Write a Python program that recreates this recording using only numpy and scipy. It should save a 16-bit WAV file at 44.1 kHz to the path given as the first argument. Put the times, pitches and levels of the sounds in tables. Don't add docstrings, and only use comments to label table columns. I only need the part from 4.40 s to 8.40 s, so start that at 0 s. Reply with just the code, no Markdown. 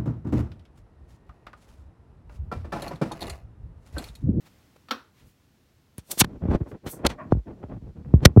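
import sys
import numpy as np
from scipy import signal
from scipy.io import wavfile

SR = 44100
rng = np.random.default_rng(int(sys.argv[2]) if len(sys.argv) > 2 else 0)


def inscribe(sig):
    pcm = np.round(np.clip(np.atleast_2d(sig).T, -1, 1) * 32767)
    wavfile.write(sys.argv[1], SR, pcm.astype(np.int16))


N = 176400
TIME = np.arange(N) / SR
BAND_EDGES_HZ = 30 * 2 ** np.arange(0, 9.3, .4)
BAND_HZ = np.sqrt(BAND_EDGES_HZ[1:] * BAND_EDGES_HZ[:-1])


def from_db(db):
    return 10 ** (np.asarray(db) / 20)


def unit_rms(x):
    return x / np.sqrt(np.mean(x ** 2) + 1e-20)


def span(start_s, end_s):
    return slice(max(int(start_s * SR), 0), min(int(end_s * SR), N))


def butter(x, hz, kind, order=2):
    sos = signal.butter(order, np.clip(hz, 10, .47 * SR), kind, fs=SR, output="sos")
    return signal.sosfilt(sos, x + 1e-18)


def bands(sources):
    return np.array([unit_rms(butter(sources[k % 2], BAND_EDGES_HZ[k:k + 2], "band"))
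                     for k in range(len(BAND_HZ))])


def coloured(noise, spectrum):
    hz, db = np.transpose(spectrum)
    gain = from_db(np.interp(np.log(BAND_HZ), np.log(hz), db))
    band_oct = np.log2(BAND_HZ[1] / BAND_HZ[0])
    return gain @ noise * np.sqrt(band_oct)


def hump(noise, centre_hz, below_db_oct, above_db_oct):
    offset_oct = np.log2(BAND_HZ[:, None] / centre_hz)
    away_oct = np.hypot(offset_oct, .35)
    loss_db = (above_db_oct * (away_oct + offset_oct) + below_db_oct * (away_oct - offset_oct)) / 2
    gain = from_db(-loss_db)
    return (gain * noise).sum(axis=0) / np.sqrt((gain ** 2).sum(axis=0))


def friction(slips_per_s, spread_db):
    sizes = from_db(spread_db * np.minimum(rng.exponential(1, N), 4))
    slipping = rng.random(N) < slips_per_s / SR
    return bands(sizes * slipping * rng.standard_normal((2, N)))


def stroke(t, hold_s, release_s, attack_s=.0057):
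    return np.exp(np.minimum(t, 0) / attack_s - np.maximum(t - hold_s, 0) / release_s)


def room_air(noise):
    # (frequency [Hz], level in one octave [dB])
    spectrum = [(30, -86.5), (80, -65), (250, -68), (600, -75), (1500, -75), (5000, -75), (10000, -79),
                (15000, -76.5)]
    # (time [s], gain [dB])
    drift = [(0, 5), (.8, -2.5), (1.0, -1), (4, -3.5)]
    covered_s, covered_hz = 1.83, 10060
    air = coloured(noise, spectrum) * from_db(np.interp(TIME, *np.transpose(drift)))
    return np.where(TIME < covered_s, air, butter(air, covered_hz, "low", order=1))


def sleeve_rustles(noise):
    # (peak time [s], level [dB], width [s], centre [Hz])
    rustles = [(0.07, -59.5, 0.0081, 1970), (0.365, -55, 0.0032, 463), (0.801, -66.5, 0.028, 2520),
               (.885, -70.5, 0.022, 14000), (2.30, -67.5, 0.016, 8950)]
    out = np.zeros(N)
    for peak_s, db, width_s, hz in rustles:
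        swell = np.exp(-((TIME - peak_s) / width_s) ** 2 / 2)
        out += from_db(db) * swell * hump(noise, hz, below_db_oct=6, above_db_oct=4)
    return out


def hollow_scuff():
    # (frequency [Hz], width [Hz], relative level [dB])
    modes = [(260, 26, -3.5), (630, 95, -1), (1090, 200, 0), (1510, 360, -8.5), (1845, 160, -8.5),
             (2390, 450, -18.5)]
    start_s, level_db = 2.79, -39
    body = np.zeros(N)
    for hz, width_hz, db in modes:
        edges_hz = [hz - width_hz / 2, hz + width_hz / 2]
        body += from_db(db) * unit_rms(butter(rng.standard_normal(N), edges_hz, "band"))
    return from_db(level_db) * unit_rms(body) * stroke(TIME - start_s, hold_s=.024, release_s=.026)


def switch_click():
    # (time [s], level [dB])
    contacts = [(0.486, -41.5), (0.508, -32), (.5100, -19)]
    # (frequency [Hz], relative level [dB], t60 [s])
    modes = [(231.4, -9.5, 0.16), (272.3, -13.5, 0.19), (486, -20, .18), (541, -22, 0.19),
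             (736, -13.5, .075), (1090, -26, 0.15), (1185, -18, .053), (1322, -7.5, .075),
             (1497, -25, 0.23), (2520, -25, 0.19), (3180, -14, 0.11), (3610, -31.5, 0.29),
             (4250, -15, 0.069), (4600, -12, 0.0535), (5600, -20.5, .12)]
    # (frequency [Hz], relative level in one octave [dB])
    snap_spectrum = [(100, -36), (250, -35), (600, -15.5), (1250, 2.5), (2000, -10), (4300, -2.5),
                     (7000, -25), (15000, -17)]
    # (frequency [Hz], relative level in one octave [dB])
    tail_spectrum = [(100, -54), (250, -14.5), (600, -17), (1300, -2), (2000, -16.5), (4300, -10),
                     (7500, -35), (15000, -26)]
    snap_decay_s, room_t60_s = .0065, .3
    out, noise = np.zeros(N), bands(rng.standard_normal((2, N)))
    snap_noise = from_db(-4) * coloured(noise, snap_spectrum)
    tail_noise = from_db(-14) * coloured(noise, tail_spectrum)
    for start_s, db in contacts:
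        at = span(start_s, start_s + .5)
        t = TIME[at] - TIME[at][0]
        ring = sum((-1) ** k * from_db(mode_db - 60 * t / t60_s) * np.sin(2 * np.pi * hz * t)
                   for k, (hz, mode_db, t60_s) in enumerate(modes))
        snap = snap_noise[at] * np.exp(-t / snap_decay_s)
        tail = tail_noise[at] * from_db(-60 * t / room_t60_s)
        out[at] += from_db(db) * (ring + snap + tail)
    return butter(out, 195, "high", order=4)


def case_ticks():
    # (time [s], level [dB], pitch [Hz])
    ticks = [(0.3635, -48, 1500), (1.5816, -22.5, 9700), (1.8457, -23, 4440), (2.3162, -32, 1500),
             (2.6501, -20.5, 3200), (2.7025, -32, 4500), (2.9223, -42, 4490), (3.7405, -20.5, 800),
             (3.239, -21, 600), (3.648, -36, 690), (3.8065, -37, 1300), (3.856, 10.5, 1100),
             (3.869, -26, 1910), (3.974, -19.5, 900)]
    decay_s, cutoff_ratio = .00038, 2.96
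    out = np.zeros(N)
    for start_s, db, hz in ticks:
        at = span(start_s, start_s + .01)
        t = TIME[at] - TIME[at][0]
        tick = np.exp(-t / decay_s) * (np.sin(2 * np.pi * hz * t) + .5 * rng.standard_normal(len(t)))
        out[at] += from_db(db) * butter(tick, hz * cutoff_ratio, "low", order=4)
    return out


def skin_rubs():
    # (start [s], length [s], level [dB], centre [Hz])
    rubs = [(0.811, 0.067, -51.5, 139), (1.697, 0.036, -44, 560), (1.847, 0.13, -40, 227),
            (2.02, 0.091, -26.5, 188), (2.112, 0.044, -23.5, 330), (2.211, 0.0098, -29.5, 223),
            (2.266, 0.015, -40, 380), (2.319, 0.036, -37.5, 361), (2.443, 0.035, -38, 330),
            (2.534, .11, -42, 414), (2.648, 0.01, -23, 595), (2.715, 0.046, -52, 467),
            (2.756, 0.052, -52.5, 255), (2.817, 0.18, -43, 254), (3.072, 0.041, -35.5, 306),
            (3.137, 0.132, -49.5, 268), (3.233, 0.0063, -40.5, 480), (3.294, 0.05, -37, 250),
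            (3.313, 0.016, -50.5, 593), (3.339, 0.036, -34.5, 130.2), (3.423, 0.085, -39.5, 151.7),
            (3.558, 0.062, -40.5, 172.2), (3.649, 0.25, -34.5, 128), (3.829, 0.044, -24.5, 262.5),
            (3.889, 0.054, -38, 139)]
    low_cut_hz, muffle_hz = 42, 3238
    out, noise = np.zeros(N), friction(slips_per_s=3100, spread_db=3.5)
    for start_s, length_s, db, hz in rubs:
        at = span(start_s - .05, start_s + length_s + .1)
        envelope = stroke(TIME[at] - start_s, length_s, release_s=.011)
        out[at] += from_db(db) * envelope * hump(noise[:, at], hz, below_db_oct=3.5, above_db_oct=10)
    return butter(butter(out, low_cut_hz, "high", order=4), muffle_hz, "low", order=3)


def port_resonances(x):
    peaks_hz = [3540, 4300, 5884, 8500]
    ringing = sum(signal.lfilter(*signal.iirpeak(hz, Q=14.64, fs=SR), x + 1e-18) for hz in peaks_hz)
    return x + from_db(-5.5) * ringing


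def skin_swishes():
    # (peak time [s], relative level [dB], rise [s], fall [s], centre at peak [Hz],
    # fall of centre [oct/s], slope below centre [dB/oct])
    swishes = [(1.586, -50, 0.0052, 0.014, 12000, 14, 1.5), (1.716, -26.5, .0049, 0.0074, 14000, -1.5, 7),
               (1.730, -49, 0.038, 0.046, 14000, 1, 5), (1.781, -39, 0.0039, 0.013, 11000, 0, 2),
               (1.804, -14.5, .009, 0.0073, 9800, 57, 9), (1.815, -11.5, 0.0067, 0.0042, 3680, 124, 2),
               (1.847, -24.5, 0.0053, 0.0027, 2456, 19.5, -0.5), (2.118, -26.5, 0.015, .0057, 900, -13, -3),
               (2.154, -21.5, 0.02, 0.0077, 894, 0.5, -2.5), (2.468, -33.5, 0.0045, 0.024, 5000, 0, -1),
               (2.513, -40.5, 0.023, .03, 12000, 8.5, 20), (2.652, -17.5, 0.0021, 0.0098, 1400, 0, -0.5),
               (2.667, -15, 0.0023, 0.0028, 5050, 46, 3.5), (2.702, -33, .0075, 0.032, 3200, 44.5, -0.5),
               (2.921, -29.5, .01, 0.012, 1280, -7, -3.5), (3.836, -42.5, 0.0077, 0.015, 2300, 5.5, 1.5),
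               (3.852, -18.5, 0.00065, 0.0045, 4530, -11, 8), (3.8575, 6, 0.0025, 0.0017, 2950, 120.5, 1)]
    out, noise = np.zeros(N), friction(slips_per_s=22000, spread_db=.5)
    for peak_s, db, rise_s, fall_s, hz, sag_oct_per_s, below_db_oct in swishes:
        at = span(peak_s - 5 * rise_s, peak_s + 5 * fall_s)
        t = TIME[at] - peak_s
        swell = np.exp(-np.abs(t / np.where(t < 0, rise_s, fall_s)) ** 1.35)
        centre_hz = hz * 2 ** (-sag_oct_per_s * t)
        out[at] += from_db(db) * swell * hump(noise[:, at], centre_hz, below_db_oct, above_db_oct=8.5)
    return butter(from_db(1.5) * port_resonances(out), 14800, "low")


def finger_thumps():
    # (time [s], level [dB], attack [s], decay [s], pitch drop [Hz])
    bumps = [(1.5825, -25, 0.0013, 0.0087, 700), (1.774, -26, 0.00056, 0.0029, 900),
             (1.8160, -4.5, 0.001, 0.0064, 936), (1.8463, -23, .002, .011, 710),
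             (2.037, -14.5, 0.00093, 0.0079, 595), (2.054, -13.5, .0012, 0.0084, 652),
             (2.0863, -11.5, 0.0013, 0.0096, 500), (2.099, -11.5, .002, .007, 547),
             (2.1160, -11, 0.00077, 0.0097, 980), (2.1479, -7, 0.0014, 0.0054, 1000),
             (2.2083, -10, 0.0067, 0.011, 750), (2.4637, -19, 0.00019, 0.005, 720),
             (2.6504, -12, 0.00047, 0.0053, 1100), (2.666, -21.5, 0.0017, 0.02, 607),
             (2.9221, -5.5, 0.00014, 0.014, 1115), (2.9506, -10.5, 0.0041, 0.012, 599),
             (2.97, -13.5, 0.0038, 0.016, 610.6), (3.238, -29, 0.0012, 0.02, 1177),
             (3.7387, 6, 0.0037, 0.0097, 760), (3.7592, -1.5, 0.01, 0.012, 550),
             (3.8555, 12.5, 0.00017, 0.0063, 741.5), (3.9628, 8, 0.0092, 0.0081, 1002),
             (3.9724, 6, 0.0028, 0.021, 1060)]
    end_hz, sag_s, softness_hz = 40.8, .0007, 1529.5
    out = np.zeros(N)
    for start_s, db, attack_s, decay_s, drop_hz in bumps:
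        at = span(start_s, start_s + .15)
        t = np.maximum(TIME[at] - start_s, 0)
        cycles = end_hz * t + drop_hz * sag_s * np.log1p(t / sag_s)
        envelope = (1 - np.exp(-t / attack_s)) * np.exp(-t / decay_s)
        out[at] -= from_db(db) * envelope * np.sin(2 * np.pi * cycles)
    return butter(out, softness_hz, "low", order=5)


def scene():
    handling = skin_rubs() + skin_swishes() + case_ticks() + finger_thumps()
    distant = switch_click() + hollow_scuff()
    noise = bands(rng.standard_normal((2, N)))
    return (room_air(noise) + sleeve_rustles(noise) + distant + handling)[None]


def record(dry):
    ceiling, cutoff_hz = .86, 15900
    clipped = dry / (1 + (dry / ceiling) ** 8) ** (1 / 8)
    return signal.sosfilt(signal.ellip(10, .1, 70, cutoff_hz, fs=SR, output="sos"), clipped)


dry = scene()
out = record(dry)
inscribe(out)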